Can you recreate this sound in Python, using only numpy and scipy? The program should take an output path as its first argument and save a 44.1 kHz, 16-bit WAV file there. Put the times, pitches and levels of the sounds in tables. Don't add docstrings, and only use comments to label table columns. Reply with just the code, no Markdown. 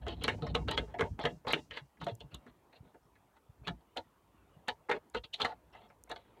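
import sys
import numpy as np
from scipy import signal
from scipy.io import wavfile
from scipy.ndimage import uniform_filter1d

SR = 44100
rng = np.random.default_rng(int(sys.argv[2]) if len(sys.argv) > 2 else 0)


def wav_out(sig):
    wavfile.write(sys.argv[1], SR, np.round(np.clip(np.atleast_2d(sig).T, -1, 1) * 32767).astype(np.int16))


def to_linear_factor(level_db):
    exponent = np.asarray(level_db, float) / 20
    return 10 ** exponent


N = 282240

WOOD_EDGE_HZ = 4500


def evened(x):
    return x / np.sqrt(np.mean(x ** 2) + 1e-20)


def add(mix, s, sound):
    part = mix[round(s * SR):][:len(sound)]
    part += sound[:len(part)]


def band(x, lo_hz, hi_hz, order=3):
    return signal.sosfilt(signal.butter(order, [lo_hz, hi_hz], "bandpass", fs=SR, output="sos"), x)


def slips(shape, per_s, size_db=6.5):
    when, size, sign = rng.random((3, len(shape)))
    heights = to_linear_factor(-size_db * np.log(size + 0.0046)) * np.sign(sign - .5)
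    return shape * (when < per_s / SR) * heights


def fizz(envelope):
    noise = band(rng.standard_normal(len(envelope)), 4700, 15000, order=2)
    lower = band(band(noise, 3000, 7000, order=1), 3000, 8500, order=1)
    return evened(.15 * noise + lower) * envelope


# t/s, sash f/Hz, plate f/Hz, nut f/Hz
SPOTS = [(0.063, 300.0, 1290.0, 3050.0), (0.237, 400.0, 1590.0, 4110.0), (0.277, 600.0, 1660.0, 2990.0),
         (0.417, 450.0, 1170.0, 3880.0), (0.463, 940.0, 1060.0, 3830.0), (0.546, 830.0, 1060.0, 2920.0),
         (0.681, 460.0, 1320.0, 3000.0), (0.709, 470.0, 1060.0, 3140.0), (0.773, 380.0, 1690.0, 3010.0),
         (0.938, 580.0, 2290.0, 2700.0), (0.991, 460.0, 1660.0, 3000.0), (1.005, 460.0, 1730.0, 2770.0),
         (1.187, 710.0, 1670.0, 3420.0), (1.235, 710.0, 1740.0, 3010.0), (1.25, 390.0, 1690.0, 2980.0),
         (1.446, 690.0, 1060.0, 3040.0), (1.466, 720.0, 1180.0, 2990.0), (1.502, 720.0, 1990.0, 2740.0),
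         (1.53, 380.0, 2100.0, 3490.0), (1.706, 370.0, 2550.0, 3030.0), (1.769, 900.0, 1680.0, 3200.0),
         (2.011, 870.0, 1230.0, 3150.0), (2.064, 540.0, 1340.0, 3040.0), (2.202, 600.0, 2550.0, 2820.0),
         (2.34, 330.0, 1270.0, 3940.0), (2.462, 300.0, 1290.0, 3610.0), (2.724, 550.0, 2550.0, 3690.0),
         (2.941, 310.0, 1720.0, 2750.0), (3.152, 300.0, 2140.0, 2860.0), (3.363, 990.0, 1310.0, 2960.0),
         (3.669, 820.0, 1230.0, 3180.0), (3.963, 710.0, 1420.0, 4080.0), (4.679, 950.0, 1890.0, 3940.0),
         (4.891, 900.0, 1230.0, 3990.0), (4.911, 910.0, 1970.0, 3030.0), (5.144, 460.0, 1340.0, 3840.0),
         (5.241, 710.0, 1220.0, 3890.0), (5.332, 700.0, 2170.0, 4480.0), (5.398, 910.0, 1340.0, 3010.0),
         (5.445, 800.0, 1310.0, 3240.0), (5.747, 900.0, 1700.0, 2890.0), (5.897, 790.0, 1870.0, 2700.0),
         (6.097, 710.0, 1060.0, 4430.0), (6.157, 730.0, 2160.0, 3070.0)]


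def spot(s):
    return [row for row in SPOTS if row[0] <= max(s, SPOTS[0][0])][-1][1:]


def favour(modes, near_hz, db_per_octave):
    return [(hz, db - db_per_octave * abs(np.log2(hz / near_hz))) for hz, db in modes]


def ring(modes, t60):
    t = np.arange(SR // 6) / SR
    hz, db = np.repeat(modes, repeats=9, axis=0).T
    detune, strength, life, phase = rng.standard_normal((4, len(hz), 1))
    hz = hz[:, None] * (1 + 0.045 * detune)
    db = db[:, None] - 8 * (hz > WOOD_EDGE_HZ) + 2.5 * strength
    decay = to_linear_factor(-60 * t / (t60 * np.exp(0.29 * life)))
    lines = np.sin(2 * np.pi * (hz * t + np.pi + 0.6 * phase)) * decay
    return (to_linear_factor(db) * lines).sum(0) * (1 - np.exp(-t / .0003))


# f/Hz, level/dB
SASH = [(258, 1), (338, 2.5), (398, 1), (463, 6), (560, 3.5), (620, -0.5), (708, 3.5), (840, 4), (912, 3.5),
        (972, -10)]
# f/Hz, level/dB
PLATE = [(1055, -2), (1270, 2), (1330, -8.5), (1500, -2), (1685, 1.5), (1820, -8.5), (1970, -2), (2110, 2),
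         (2290, -18.5), (2520, -5.5)]
# f/Hz, level/dB
NUT = [(2560, -13), (2770, -8), (2990, -8), (3220, -10), (3480, -10.5), (3680, -13), (3860, -9.5),
       (4080, -11), (4320, -13), (4560, -19)]
RING_S = (0.11, 0.021, 0.0092)
SETTLE_MS = (8.64, 11.85, 8.9)
FAVOUR_DB_PER_OCTAVE = (6, 11, 12)
# f/Hz, level/dB under the nut
HUM_ON = [(2780, -40.5), (3210, -51.5), (3850, -44.5)]


def hit(near_hz, loose, plate_db, sash_db, nut_db, nut_hz, cut_ms, graze_size):
    ms = np.arange(SR // 6) * 1000 / SR
    since = ms - 9
    after = np.maximum(since, 0) / 1000
    damping = np.exp(-(np.maximum(since, 0) / cut_ms) ** 3)

    burst = np.exp(-abs(since) / np.where(since > 0, 6., 2.)) + .07 * (since > 0)
    out = .4 * to_linear_factor(max(plate_db, nut_db) - 28) * fizz(damping * burst)
    out -= to_linear_factor(plate_db - 10) * np.exp(-((since - .3) / .13) ** 2)

    hum_on_s = 0.26
    fade = loose * np.cos(np.pi / 2 * ms / ms[-1]) * to_linear_factor(nut_db - 60 * after / hum_on_s)
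    out += fade * sum(to_linear_factor(db) * np.sin(2 * np.pi * hz * after) for hz, db in HUM_ON)

    parts = map(favour, (SASH, PLATE, NUT), (*near_hz[:2], nut_hz), FAVOUR_DB_PER_OCTAVE)
    levels_db = (sash_db, plate_db, nut_db)
    for modes, t60, db, settle_ms in zip(parts, RING_S, levels_db, SETTLE_MS):
        graze = graze_size * np.exp(np.minimum(since, 0) / 4.)
        rebounds = np.where(since < 0, graze, np.exp(-since / settle_ms))
        chatter = .15 * slips(rebounds, 4500., size_db=4.3)
        chatter[np.argmax(since >= 0)] = 1
        rung = signal.fftconvolve(ring(modes, t60), chatter)[:len(ms)]
        part = band(rung, 60, 4900, order=5) * damping
        out = out + to_linear_factor(db - 8.0) * part / abs(part).max()
    return out


def strike(metal, s, *levels_pitch_damping):
    key = s > 3.5
    graze_size = .6 if key else .25
    add(metal, s - .0086, hit(spot(s), s < 3.5, *levels_pitch_damping, graze_size))


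# t/s, plate level/dB, sash level/dB, nut level/dB
SPIN = [(0.0662, -31, -26.5, -33.5), (0.082, -55, -28.5, -30), (0.2797, -14, -18.5, -20.5),
        (0.286, -21, -26, -17.5), (0.2919, -22, -38, -26.5), (0.4215, -33.5, -25, -33),
        (0.5495, -19, -18.5, -13.5), (0.6841, -24, -21.5, -22.5), (0.7127, -28, -58.5, -21.5),
        (0.776, -20, -21, -14.5), (0.9411, -38, -27, -44), (0.9937, -25, -19.5, -26),
        (1.0086, -14.5, -17, -28), (1.1899, -32.5, -25, -52), (1.221, -50, -50, -67.5),
        (1.2382, -25.5, -24, -35), (1.2536, -18.5, -15.5, -15), (1.4488, -44, -33, -62.5),
        (1.4692, -26, -20.5, -34.5), (1.505, -24, -50.5, -31), (1.5334, -14, -22.5, -11),
        (1.709, -31.5, -42, -29.5), (1.772, -25.5, -36, -27), (2.0142, -29, -33, -38),
        (2.0667, -27, -19, -33), (2.0839, -38, -30, -31), (2.2053, -50, -40, -32), (2.465, -42, -43.5, -68)]


def spinning_nut(metal):
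    for s, *levels_db in SPIN:
        strike(metal, s, *levels_db, spot(s)[2], 130)


# t/s, plate level/dB, sash level/dB, nut level/dB, nut f/Hz
BARREL = [(0.2414, -26, -25.5, -13.5, 4600), (2.343, -40.5, -42, -29, 3900), (3.808, -86, -63.5, -61, 3800),
          (3.6725, -28.5, -28.5, -24, 3220), (3.679, -24.5, -27.5, -22, 3530),
          (3.9657, -32, -24, -42, 3010), (3.9717, -39, -43, -19.5, 4050), (3.979, -36, -42, -40, 3870),
          (4.6831, -22, -22, -24.5, 3240), (4.687, -26.5, -31.5, -19, 4370),
          (4.8943, -20.5, -15.5, -70, 2650), (4.899, -25, -34, -27.5, 4100),
          (4.9141, -17.5, -27, -24.5, 2940), (5.1472, -21.5, -22, -30, 4400), (5.243, -85, -47, -34, 3900),
          (5.335, -51, -43.5, -27.5, 3100), (5.3401, -50, -50, -19, 4240), (5.4015, -25, -25, -29.5, 4600),
          (5.407, -23.5, -46, -22.5, 3100), (5.416, -38, -27.5, -12.5, 3600), (5.448, -14, -21, -38, 4330),
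          (5.4518, -22, -29.5, -22, 3970), (6.1, -37, -29.5, -61, 4570), (6.104, -32.5, -39, -49, 3000),
          (6.113, -30.5, -31.5, -27.5, 3830), (6.1603, -37, -38.5, -34, 3540)]
KEY_CUT_MS = 63


def barrel(metal):
    for row in BARREL:
        strike(metal, *row, KEY_CUT_MS)


# t/s, plate level/dB, sash level/dB
TOUCHES = [(0.4663, -31, -64), (.677, -33, -34), (.987, -29, -35), (1.9718, -52, -78), (2.3171, -51, -70),
           (2.7274, -47.5, -51), (2.944, -51.5, -44.5), (3.1554, -50.5, -85), (3.3663, -49.5, -61),
           (3.6338, -55, -50), (4.5684, -76, -60), (5.7503, -42, -57), (5.9014, -47, -45.5),
           (6.0741, -53.5, -50)]


def touches(metal):
    for s, plate_db, sash_db in TOUCHES:
        strike(metal, s, plate_db, sash_db, plate_db - 17, spot(s)[2], KEY_CUT_MS)


# t/s, level/dB
JOLTS = [(0.2812, -16.8), (0.55, -20.5), (0.6846, -23.6), (0.777, -22.3), (0.9946, -24.0), (1.0096, -18.5),
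         (1.1924, -28.1), (1.2525, -19.8), (1.4703, -23.9), (1.5344, -15.7), (3.6728, -28.7),
         (4.6833, -24.5), (4.9148, -21.4), (5.1491, -30.7)]


def jolts(metal):
    ms = np.arange(SR // 100) * 1000 / SR
    push = band(np.exp(-((ms - 1) / .105) ** 2), 250, 9000, order=1)
    edge = signal.cheby1(6, 1, WOOD_EDGE_HZ, fs=SR, output="sos")
    x = signal.sosfilt(edge, push)
    for s, db in JOLTS:
        add(metal, s - .0012, -to_linear_factor(db) * x / abs(x).max())


# t/s, length/s, plate level/dB, sash level/dB, nut level/dB
RUBS = [(.005, 0.075, -70.5, -58, -73), (0.061, 0.093, -62, -49.5, -52), (0.143, 0.12, -80, -63, -72.5),
        (0.205, .052, -59, -52.5, -52), (0.294, 0.069, -60, -49, -59), (0.357, 0.083, -78, -61, -82),
        (.415, 0.12, -66, -50, -60.5), (0.562, 0.081, -69, -56, -80), (0.694, 0.07, -58, -44, -50),
        (0.805, 0.056, -72, -50.5, -74), (0.863, 0.086, -73, -63, -81), (1.01, 0.078, -65, -46, -65.5),
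        (1.186, 0.077, -55, -47.5, -53), (1.266, 0.054, -69, -51, -61), (1.464, .074, -50, -45, -44),
        (1.545, 0.063, -60, -46.5, -61), (1.714, 0.1, -58, -58.5, -56), (1.996, 0.068, -77, -66, -58),
        (2.086, 0.038, -72, -59, -63), (2.303, 0.066, -73, -67.5, -71), (2.468, .039, -73, -71, -76.5),
        (2.712, 0.087, -76, -69, -70), (3.15, 0.018, -80.5, -83, -82.5), (3.349, 0.036, -85, -72, -83),
        (2.825, 0.11, -81.5, -71, -85), (3.633, 0.082, -76, -71, -66.5), (5.368, 0.097, -68, -58, -63.5),
        (6.178, 0.056, -79, -68.5, -76.5), (4.918, 0.069, -56.5, -42.5, -63.5),
        (5.148, 0.042, -61, -49.5, -49), (5.233, 0.0245, -64, -67, -53.5), (5.416, 0.057, -60, -42, -51.5),
        (5.458, 0.087, -58.5, -48.5, -66), (5.719, 0.092, -70, -60.5, -68.5),
        (5.792, 0.089, -74, -65, -74.5), (6.087, 0.054, -62, -64, -60), (6.205, 0.14, -82.5, -77, -85.5),
        (6.355, 0.054, -87, -68, -85)]


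def rub(length, plate_db, sash_db, nut_db, near_hz):
    size = int(length * SR)
    swell = uniform_filter1d(rng.standard_normal((SR // 4, 3)), size=400, axis=0)
    grip = to_linear_factor(2.3 * evened(swell))
    stroke = signal.windows.tukey(size, .6) * to_linear_factor(np.linspace(0, -7., size))
    stroke = np.pad(stroke, (0, len(grip) - size))
    drives = [slips(stroke * g, 3000., size_db=2.0) for g in grip.T]
    favoured = map(favour, (SASH, PLATE, NUT), near_hz, (5., 5., 9.))
    bodies = map(ring, favoured, (0.035, 0.02, 0.007))
    parts = []
    for drive, body in zip(drives, bodies):
        part = band(signal.fftconvolve(drive, body)[:len(grip)], 60, 4900, order=5)
        parts.append(part / np.sqrt(np.mean(part[:size] ** 2) + 1e-20))
    sash, plate, nut = parts
    nut = nut + to_linear_factor(-21) * fizz(uniform_filter1d(stroke, size=900) * grip[:, 2])
    return to_linear_factor(plate_db) * plate + to_linear_factor(sash_db) * sash + to_linear_factor(nut_db) * nut


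def rubbing_thread(metal):
    for s, *row in RUBS:
        add(metal, s, rub(*row, spot(s + .02)))


# t/s, level/dB, t60/ms
CHINKS = [(.237, -40, 30), (.4665, -48, 45), (.945, -66, 40), (1.215, -54, 60), (1.71, -60, 30),
          (3.03, -70, 30), (3.052, -70, 30), (4.69, -56, 50), (5.402, -48, 25), (5.447, -50, 25),
          (5.728, -65, 60), (5.888, -65, 35)]
WASHER_HZ = (5150, 5330, 5420, 5600)


def washer(metal):
    t = np.arange(SR // 16) / SR
    for s, db, t60_ms in CHINKS:
        lines = sum(np.sin(2 * np.pi * (hz * t + rng.random())) for hz in WASHER_HZ)
        add(metal, s, to_linear_factor(db - 60000 * t / t60_ms) * lines * (1 - np.exp(-t / .003)) / 2)


# t/s, level/dB, t60/ms
TICKS = [(0.0829, -45.5, 4.1), (0.2376, -30.5, 4.4), (0.278, -48, 7.3), (0.5443, -77, 6.2),
         (0.6821, -71, 15), (0.711, -38, 36), (0.778, -52, 4.1), (1.0086, -89, 12), (1.197, -55, 8.1),
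         (1.2557, -75.5, 11), (1.482, -46, 7.3), (1.527, -32, 3.7), (1.7744, -85, 16), (2.0437, -52, 29),
         (2.152, -45.5, 5.2), (2.2023, -62.5, 17), (2.346, -39, 7), (3.6736, -57, 12.6), (3.9693, -46, 7.1),
         (4.6818, -40, 17), (6.038, -41, 1.8), (6.095, -52, 24), (6.116, -49, 15)]
# t/s, level/dB, t60/ms
LATE_TICKS = [
    (5.099, -54, 5),
    (5.336, -52, 6),
    (5.4031, -50, 6),
]


def ticks(near):
    ms = np.arange(SR // 12) * 1000 / SR
    for s, db, t60_ms in [*TICKS, *LATE_TICKS]:
        noise = band(rng.standard_normal(len(ms)), 6200, 14500, order=5)
        crack = band(noise, 5000, 8000, order=1)
        crack *= to_linear_factor(-60 * ms / min(t60_ms, 22)) * (1 - np.exp(-ms / .6))
        add(near, s, to_linear_factor(db) * crack / abs(crack).max())


# t/s, level/dB, f/Hz
BUMPS = [(0.431, -22, 151), (1.249, -27, 150), (1.468, -41, 140), (1.541, -30.5, 156), (1.702, -69, 66.2),
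         (1.823, -38.5, 137), (2.031, -39, 154), (2.126, -28, 114), (2.251, -38.5, 137), (2.34, -39, 76.4),
         (2.469, -42.5, 246), (3.629, -48, 111), (3.698, -44, 204), (3.682, -36, 64.6), (3.685, -29.5, 169),
         (3.974, -57, 228), (4.675, -68, 101), (4.911, -66, 183), (5.157, -40, 207), (5.436, -67, 233),
         (5.437, -36, 93), (5.838, -53.5, 214), (6.106, -44.5, 240)]


def bumps(near):
    t = np.arange(SR // 12) / SR
    for s, db, hz in BUMPS:
        x = np.sin(2 * np.pi * hz * t) * t * np.exp(-t / 0.011)
        add(near, s - .01, to_linear_factor(db - 10.5) * x / abs(x).max())


# t/s, level/dB, f/Hz
KNOCKS = [
    (2.809, -44, 115),
    (2.832, -53, 300),
    (2.905, -56, 700),
    (2.959, -51, 380),
    (3.058, -57, 110),
    (3.498, -46, 95),
    (4.347, -57, 220),
    (4.571, -51, 140),
    (5.248, -52, 130),
]


def knocks(near):
    for s, db, hz in KNOCKS:
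        turns = (np.arange(SR // 25) / SR - .02) * hz
        add(near, s - .0195, -to_linear_factor(db) * np.sin(2 * np.pi * turns) * np.exp(-(turns / .5) ** 2))


# t/s, level/dB
GRIP = [(0, -63), (.12, -39.5), (.23, -35.5), (.68, -31.5), (.86, -43.5), (1.2, -47.5), (1.4, -68),
        (2.0, -92), (2.25, -46), (2.45, -93.5), (3.05, -65.5), (3.8, -76), (4.37, -64.5), (5.0, -79),
        (5.55, -61), (6.4, -67)]
# t/s, deep rumble level/dB, creak level/dB
SHOVES = [(0., -26, -59), (0.067, -27, -56), (0.798, -29, -43.5), (1.026, -29.5, -43), (1.119, -31, -48.5),
          (1.26, -41, -45), (1.327, -47, -45.5), (1.479, -42, -60), (1.599, -48, -54.5), (1.711, -50, -63),
          (1.838, -49, -69), (2.033, -42, -49), (2.079, -72, -46.5), (2.141, -67, -77), (2.348, -42.5, -53),
          (2.479, -53, -64), (2.849, -59, -61.5), (2.952, -62, -70.5), (3.061, -59, -71),
          (3.62, -44.5, -62.5), (3.708, -38.5, -44), (3.988, -51, -69), (4.581, -71, -65), (4.71, -50, -80),
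          (4.97, -55, -76), (5.171, -40.5, -72), (5.448, -70.5, -52), (6.111, -52, -61.5)]
# f/Hz, half width/Hz, level/dB
THUD = [(58, 9, 1), (98, 9, -3), (158, 22, -1), (258, 60, -4)]


def pressure():
    t = np.arange(0, N / SR + .01, .002)
    s, deep_peaks, creak_peaks = np.transpose(SHOVES)[:, :, None]
    away_db = np.where(t < s, 450.5 * (s - t), 308.5 * (t - s))
    grip_db = np.interp(t, *np.transpose(GRIP))
    deep_db = np.maximum((deep_peaks - away_db).max(0), grip_db)
    creak_db = np.maximum((creak_peaks - away_db).max(0), grip_db - 14.5)
    deep_db, creak_db = (np.interp(np.arange(N) / SR, t, db) for db in (deep_db, creak_db))

    unevenness, *shakes = rng.standard_normal((5, N))
    lumps = to_linear_factor(0.39 * evened(uniform_filter1d(uniform_filter1d(unevenness, size=500), size=500)))
    modes = [to_linear_factor(db) * evened(band(x, hz - w, hz + w, order=2)) for x, (hz, w, db) in zip(shakes, THUD)]
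    deep = (modes[0] + modes[1]) * to_linear_factor(deep_db - 10.5)
    creak = (modes[2] + modes[3]) * lumps * to_linear_factor(creak_db)
    return deep + creak


def recess(x):
    t = np.arange(SR // 4) / SR
    tail = slips(to_linear_factor(-60 * t / .05) * (t > .004), 9000.0, size_db=1.9)
    return signal.fftconvolve(x, tail / np.linalg.norm(tail))[:N]


# f/Hz, level/dB per Hz
FLOOR = [(26, -51.5), (45, -3.5), (102, -13), (190, -20), (310, -13.5), (556, -17.5), (700, -18),
         (978, -18.5), (1200, -20.5), (1500, -26)]
# f/Hz, level/dB per Hz
FLOOR_TOP = [(2100, -30), (3200, -34), (4600, -44), (6000, -70)]
# f/Hz, width/Hz, level/dB
FLOOR_BANDS = [(930, 24, 6), (670, 160, 0.5), (320, 80, 0.5)]


def room_floor():
    frames, hz = N // 128 + 5, np.fft.rfftfreq(512, 1 / SR)
    a, b, patches = rng.standard_normal((frames, 257, 3)).T
    patches = uniform_filter1d(uniform_filter1d(patches, size=3, axis=0), size=24, axis=1)
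    swell = uniform_filter1d(uniform_filter1d(a[0], size=70), size=70)
    f, db = np.transpose([*FLOOR, *FLOOR_TOP])
    shape_db = np.interp(np.log(hz + 1), np.log(f), db)
    for at, width, up_db in FLOOR_BANDS:
        shape_db = shape_db + up_db * np.exp(-((hz - at) / width) ** 2)
    z = (a + 1j * b) * to_linear_factor(shape_db[:, None] + 3.0 * evened(patches) + 1.8 * evened(swell))
    return to_linear_factor(-69) * evened(signal.istft(z, nperseg=512, noverlap=384)[1][:N])


def scene():
    metal = np.zeros(N)
    for source in (spinning_nut, barrel, touches, jolts, rubbing_thread, washer):
        source(metal)
    near = pressure() + room_floor()
    for source in (ticks, bumps, knocks):
        source(near)
    return (metal + to_linear_factor(-10.0) * recess(metal) + near)[None]


def band_limit(x):
    return signal.sosfilt(signal.butter(12, 15850, fs=SR, output="sos"), x)


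def record(dry):
    hiss = to_linear_factor(-83) * evened(band(rng.standard_normal(dry.shape), 2600, 17000, order=1))
    bass_cut = signal.butter(4, 42, "highpass", fs=SR, output="sos")
    mix = signal.sosfilt(bass_cut, dry + hiss)
    return band_limit(mix)


dry = scene()
out = record(dry)
wav_out(out)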